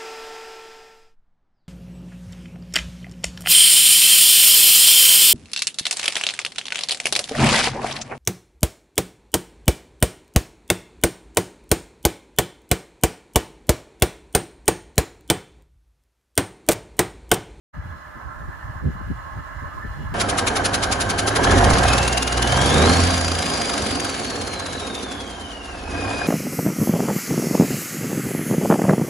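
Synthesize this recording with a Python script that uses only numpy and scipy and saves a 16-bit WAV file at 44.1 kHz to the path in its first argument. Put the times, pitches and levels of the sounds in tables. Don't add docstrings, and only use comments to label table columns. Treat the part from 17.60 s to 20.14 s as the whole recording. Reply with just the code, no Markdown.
import sys
import numpy as np
from scipy import signal
from scipy.fft import rfft, irfft
from scipy.io import wavfile
from scipy.ndimage import uniform_filter1d

SR = 44100
rng = np.random.default_rng(int(sys.argv[2]) if len(sys.argv) > 2 else 0)


def convert_level_to_amplitude(level_db):
    exponent = np.asarray(level_db, float) / 20
    return 10 ** exponent


def wrap_up_sound(samples):
    columns = np.atleast_2d(samples).T
    tamed = np.clip(columns, -1, 1)
    steps = np.round(tamed * 32767).astype(np.int16)
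    wavfile.write(sys.argv[1], SR, steps)


N = 112014
COARSE_STEP = 32
SECONDS = np.arange(N) / SR
COARSE_S = SECONDS[::COARSE_STEP]
HZ = np.fft.rfftfreq(N, 1 / SR) + 1e-3
SIDES = np.array([[.5], [-.5]])


def rms_one(x):
    return x / np.sqrt(np.mean(x ** 2) + 1e-20)


def filled(coarse):
    return np.array([np.interp(SECONDS, COARSE_S, row) for row in np.atleast_2d(coarse)])


def drift(rate_hz):
    points = 4096
    hz = np.fft.rfftfreq(points, COARSE_STEP / SR)
    spectrum = rfft(rng.standard_normal(points)) / (1 + (hz / rate_hz) ** 2)
    slow = irfft(spectrum * (hz > .5))
    return rms_one(np.interp(np.arange(N) / COARSE_STEP, np.arange(points), slow))


def pair(alike, phase_rad):
    real, imaginary = rng.standard_normal((2, 3, len(HZ)))
    common, *own = real + 1j * imaginary
    alike = np.clip(alike, 0, 1)
    shared = np.sqrt(alike) * common * np.exp(1j * phase_rad * SIDES)
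    return shared + np.sqrt(1 - alike) * np.array(own)


def hump(hz, width_hz):
    return 1 / (1 + ((HZ - hz ** 2 / HZ) / width_hz) ** 4) ** .5


def evened(x, slack=0.035):
    span = int(.016 * SR)
    power = uniform_filter1d(uniform_filter1d(x ** 2, span), span)
    return x / np.sqrt(power + slack * np.mean(x ** 2))


def band_noise(alike, phase_rad, hz, width_hz, slack=0.035):
    return evened(irfft(pair(alike, phase_rad) * hump(hz, width_hz), N), slack)


# f/Hz, density/dB per Hz
HISS_COLOUR = [(300, -8.5), (700, -0.5), (1800, -12), (2400, -12), (3600, -18), (6000, -22), (10000, -24),
               (15500, -27)]


def hiss():
    level_db, growth_db_per_s, tilt_db = -53, 1.5, -1
    hz, db = np.transpose(HISS_COLOUR)
    colour_db = np.interp(np.log(HZ), np.log(hz), db) + tilt_db * SIDES * HZ / 5000
    colour = convert_level_to_amplitude(colour_db) / np.sqrt(1 + (200 / HZ) ** 4)
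    gain = convert_level_to_amplitude(level_db + growth_db_per_s * SECONDS + 0.65 * drift(26))
    return gain * rms_one(irfft(pair(0.059, 0.) * colour, N))


def puffs(rows, floor_db):
    power = convert_level_to_amplitude(2 * floor_db)
    for s, length_s, db, pan_db in rows:
        bell = np.exp(-3.7 * ((COARSE_S - s) / length_s) ** 2)
        power = power + convert_level_to_amplitude(2 * (db + pan_db * SIDES)) * bell
    return filled(np.sqrt(power))


# centre t/s, length/s, level/dB, left-right/dB
GUSTS = [(.185, 0.054, -35, 6), (.305, 0.1, -34.5, -3), (.482, 0.037, -43.5, -4),
         (.562, 0.027, -43.5, -12.5), (.668, 0.051, -33, -4.5), (.82, 0.092, -34, -2.5),
         (.896, 0.067, -39.5, 0.5), (.97, 0.055, -39.5, -2.5), (1.05, 0.029, -30, -1),
         (1.10, 0.038, -33.5, -2), (1.175, 0.045, -34.5, -1), (1.272, 0.08, -28, 1), (1.40, 0.2, -35, 3.5),
         (1.51, 0.099, -27.5, -1), (1.575, 0.055, -33.5, -2), (1.67, 0.094, -42, 1), (1.775, 0.075, -32, 1),
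         (1.873, 0.054, -41, -2), (1.975, 0.055, -32, -6.5), (2.05, 0.06, -33.5, 4), (2.17, .05, -39, -2),
         (2.25, 0.28, -38.5, 2.5), (2.306, 0.092, -31.5, 1), (2.42, 0.13, -35, -6), (2.505, 0.084, -32, 2)]
# f/Hz, width/Hz, level/dB
GUST_BANDS = [(41, 19, -3.5), (63.9, 29.6, 5.5), (78.4, 27.7, 1), (107.4, 40, -3)]


def gusts():
    breeze_db, ports_alike = -53.5, 0.54
    deep = 0
    for hz, width_hz, db in GUST_BANDS:
        deep = deep + convert_level_to_amplitude(db) * band_noise(ports_alike, 1.0, hz, width_hz)
    return rms_one(deep) * puffs(GUSTS, breeze_db)


# centre t/s, length/s, level/dB, left-right/dB, brightness/dB per octave
BUFFETS = [(0.184, 0.03, -44, -2, -13.5), (0.259, .03, -48, 1, -12), (0.344, 0.051, -46, 0, -1),
           (0.572, 0.029, -46, 12, 2), (.69, 0.12, -50, -3.5, 9), (0.823, 0.05, -45, -7, 3),
           (0.89, 0.03, -39.5, 2, 1), (1.09, 0.033, -41, 2, -5.5), (1.157, 0.028, -43.5, 2, -7),
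           (1.27, 0.047, -24.5, -2, 3), (1.357, 0.026, -45.5, -1.5, -18.5), (1.41, 0.018, -37, 7, 1.5),
           (1.495, 0.034, -38, -1, -3), (1.517, 0.018, -31, -6.5, 1.5), (1.672, 0.019, -47, -11, -7),
           (1.783, 0.045, -39, -1.5, -3.5), (1.919, 0.02, -44.5, 1, -2), (2.032, 0.024, -38, -1.5, 1.5),
           (2.083, 0.012, -44, 0, 10), (2.175, 0.05, -43, -1, 5), (2.255, 0.025, -35.5, 1, 4),
           (2.411, 0.072, -35.5, -0.5, -3), (2.532, .033, -37.5, 1, -8)]
# f/Hz, width/Hz, level/dB
BUFFET_BANDS = [(146.3, 68.5, 1.5), (237.5, 64, -3.5), (315.5, 97, -5.5), (475, 200, -14.5), (525, 82, -21)]


def buffets():
    flutter_db, ports_alike = -53.5, 0.37
    out = 0
    for hz, width_hz, band_db in BUFFET_BANDS:
        octaves = np.log2(hz / 230)
        rows = [(s, length_s, db + tilt * octaves, pan_db) for s, length_s, db, pan_db, tilt in BUFFETS]
        noise = band_noise(ports_alike, hz / 120, hz, width_hz)
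        out = out + convert_level_to_amplitude(band_db - 2.0) * noise * puffs(rows, flutter_db)
    return out


# t/s, left peak/dB, right peak/dB, f/Hz
POPS = [(0.1914, -26, -28, 75), (0.202, -27, -29.5, 79), (.258, -27, -27, 85.5), (0.306, -27, -47, 91),
        (0.893, -21.5, -39, 93), (0.888, -41, -22, 86), (1.102, -23.5, -24.5, 100),
        (1.1656, -27.5, -35, 103), (1.227, -33, -22.5, 90), (1.241, -24, -46, 75),
        (1.2536, -30, -15.5, 117), (1.262, -17, -12.5, 95), (1.2752, -14, -17, 95),
        (1.2821, -45, -19.5, 196), (1.289, -21, -16, 108), (1.3025, -30, -28, 169),
        (1.415, -29.5, -31, 204), (1.5044, -13, -31, 196), (1.5122, -25.5, -53, 403),
        (1.5155, -36, -14, 224), (1.7764, -24, -24.5, 103), (2.034, -38, -25, 102.3),
        (2.2538, -22.5, -41, 133), (2.2845, -29, -24, 75), (2.326, -27, -36, 71.8), (2.416, -24, -42, 110),
        (2.459, -25, -28, 89.8), (2.475, -28, -29, 60), (2.501, -23, -24, 90), (2.5278, -24, -34, 130)]


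def pops():
    out = np.zeros((2, N))
    for s, left_db, right_db, hz in POPS:
        near = slice(int((s - .03) * SR), min(int((s + .03) * SR), N))
        cycles = (SECONDS[near] - s) * hz
        slap = np.cos(2 * np.pi * cycles) * np.exp(-3.1 * cycles ** 2)
        out[:, near] += convert_level_to_amplitude(np.array([[left_db], [right_db]])) * slap
    return out


# t/s, length/s, f/Hz, level/dB, reach/octaves
FLARES = [(.22, 0.17, 1100, -9, 0.13), (.615, .046, 1040, 4.5, .1), (0.73, 0.06, 1390, 9, 0.09),
          (0.77, 0.19, 1120, 6.5, .08), (0.3, 0.023, 1600, 6, 0.055), (1.08, 0.13, 1700, 3, 0.062),
          (1.18, 0.075, 1085, 5.5, 0.065), (1.33, 0.051, 1070, -5, .08), (1.397, .08, 1030, 6, .06),
          (2.0, 0.15, 2050, 5.5, .08), (2.53, .05, 1120, -4, .1), (1.657, .16, 1060, 3, .08),
          (2.03, 0.071, 1100, 1.5, 0.089), (2.044, .04, 1040, 6.5, .08), (2.126, 0.049, 1230, 8, 0.077),
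          (2.18, 0.027, 1074, 13, 0.053), (2.202, 0.058, 1260, 8, 0.079), (2.241, .06, 1770, 13, .05),
          (2.337, 0.077, 1750, 3, 0.065), (2.35, 0.036, 1350, 11, .05), (2.407, 0.11, 1415, -14, 0.18),
          (2.4, 0.13, 1050, -3, 0.11), (2.474, 0.046, 1680, 11, 0.035), (2.534, 0.036, 1230, 7.5, 0.37),
          (.35, .25, 4300, 5.5, 0.6), (2.49, 0.22, 2900, 0, .1), (.78, 0.22, 3060, -18, 0.45),
          (1.9, 0.98, 4150, 0, .1), (2.43, .06, 3020, 7.5, 0.11), (.3, 0.041, 1070, 6, .06),
          (.69, 0.031, 1100, 7.5, .06), (.57, 0.049, 1200, 4, .06), (.7, 0.076, 700, 1.5, 0.58),
          (1.55, 0.15, 2900, 1, .1), (2.2, 0.11, 2900, -4, .1)]


def resonances(rows, alike, patchy_db):
    out = 0
    for hz, width_hz, db, pan_db, phase_rad in rows:
        flare_db = 0
        for s, length_s, near_hz, lift_db, reach in FLARES:
            time_off = 2 * (COARSE_S - s) / length_s
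            pitch_off = np.log2(hz / near_hz) / reach
            flare_db = flare_db + lift_db * np.exp(-time_off ** 2 - pitch_off ** 2)
        swell = convert_level_to_amplitude(filled(flare_db) + patchy_db * drift(16.0))
        ring = band_noise(alike, phase_rad, hz, width_hz, slack=.15) * np.sqrt(width_hz)
        out = out + convert_level_to_amplitude(db + pan_db * SIDES) * swell * ring
    return rms_one(out)


# f/Hz, width/Hz, level/dB, left-right/dB, left phase lead/rad
WHEEL = [(2844, 56, 2, 4, -1.8), (2917, 184, -3.5, 0, -0.5), (3360, 180, -11, 12, 6),
         (4064, 47, -3, 2, 5.5), (4214, 120, -6, -5.5, 3), (5130, 330, -13, -5, 2),
         (5520, 28, -9.5, 8, 4.5), (6350, 78, -12, -14, -2), (6890, 100, -14.5, 16, 3.5),
         (7110, 53, -7, 7, 2.)]


def wheel():
    level_db, growth_db_per_s = -66, 3.5
    ring = resonances(WHEEL, alike=0.44, patchy_db=3)
    return ring * convert_level_to_amplitude(level_db + growth_db_per_s * SECONDS)


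# f/Hz, width/Hz, level/dB, left-right/dB, left phase lead/rad
RAIL = [(304, 45, -10.5, -3.5, 3.5), (547, 86, -13.5, 2, -4), (610.6, 58, -10, -4, 0.1),
        (899, 270, -10.5, -6.5, -0.5), (1044, 109, -5.5, -7, -2), (1065, 30.4, 0, -11.5, -2.5),
        (1238, 109, -5.5, -4.5, 1.14), (1347, 51, -3.5, -2, -0.07), (1563, 167, -7.5, -9.5, 0.64),
        (1678, 47, -3, -5.5, -0.85), (1750.5, 59, -3.5, -1.5, 0.53), (1956, 62, -11.5, 3, -0.5),
        (2043, 62, -14.5, 5, -0.26), (2210, 50, -21.5, 10, 1.6)]
# t/s, level/dB
APPROACH = [
    (.16, -42.5),
    (.45, -42.5),
    (.62, -40.5),
    (.95, -41),
    (1.4, -40.5),
    (1.85, -40),
    (2.2, -38.5),
    (2.38, -40),
    (2.54, -39),
]


def rail():
    roar = resonances(RAIL, alike=0.73, patchy_db=2)
    roar_db = np.interp(SECONDS, *np.transpose(APPROACH)) + 2.26 + 1.0 * drift(21)
    return roar * convert_level_to_amplitude(roar_db)


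def scene():
    return hiss() + gusts() + buffets() + pops() + wheel() + rail()


# f/Hz, width/Hz, threshold/spreads (lower = more often)
MUTED = [(8160, 360, 0.25), (8500, 280, 0.55), (9260, 260, -0.18), (9700, 300, 1.5), (10930, 220, -0.92),
         (11320, 680, -1), (11600, 250, 0.72), (12040, 480, 0.55), (13000, 400, 1.6), (14200, 300, 1.1),
         (15400, 420, -.2)]


def muted(x):
    rate_hz, from_s = 14, .25
    spectrum = rfft(x)
    for hz, width_hz, spreads in MUTED:
        spells = (drift(rate_hz) > spreads) * (SECONDS > from_s)
        shut = uniform_filter1d(1. * spells, size=700)
        x = x - shut * irfft(spectrum * (abs(HZ - hz) < width_hz / 2), N)
    return x


def ducked(x):
    from_db, share, window_s = -32, 0.41, 0.066
    power = uniform_filter1d(np.mean(x ** 2, axis=0), int(window_s * SR))
    level_db = 10 * np.log10(power + 1e-12)
    middle = irfft(rfft(x) * hump(870, 710), N)
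    return x + middle * (convert_level_to_amplitude(-share * np.maximum(level_db - from_db, 0)) - 1)


def opened(x):
    open_s, fade_s = 0.1415, 0.016
    warm_s, warm_ramp_s, warm_db = 0.25, 0.026, -4
    top = irfft(rfft(x) * (HZ > 7000), N)
    dullness = np.clip((warm_s - SECONDS) / warm_ramp_s, 0, 1)
    x = x + top * (convert_level_to_amplitude(warm_db * dullness) - 1)
    return x * np.clip((SECONDS - open_s) / fade_s + 1, 0, 1) ** 3


def low_pass(x):
    return signal.sosfilt(signal.butter(12, 15600, fs=SR, output="sos"), x)


def record(dry):
    cutoff_hz, rumble_cut_hz = 15550, 22
    response = (HZ < cutoff_hz) / np.sqrt(1 + (rumble_cut_hz / HZ) ** 6)
    x = muted(irfft(rfft(dry) * response, N))
    return low_pass(opened(ducked_before_opening(x)))


def ducked_before_opening(x):
    return ducked(x)


dry = scene()
out = record(dry)
wrap_up_sound(out)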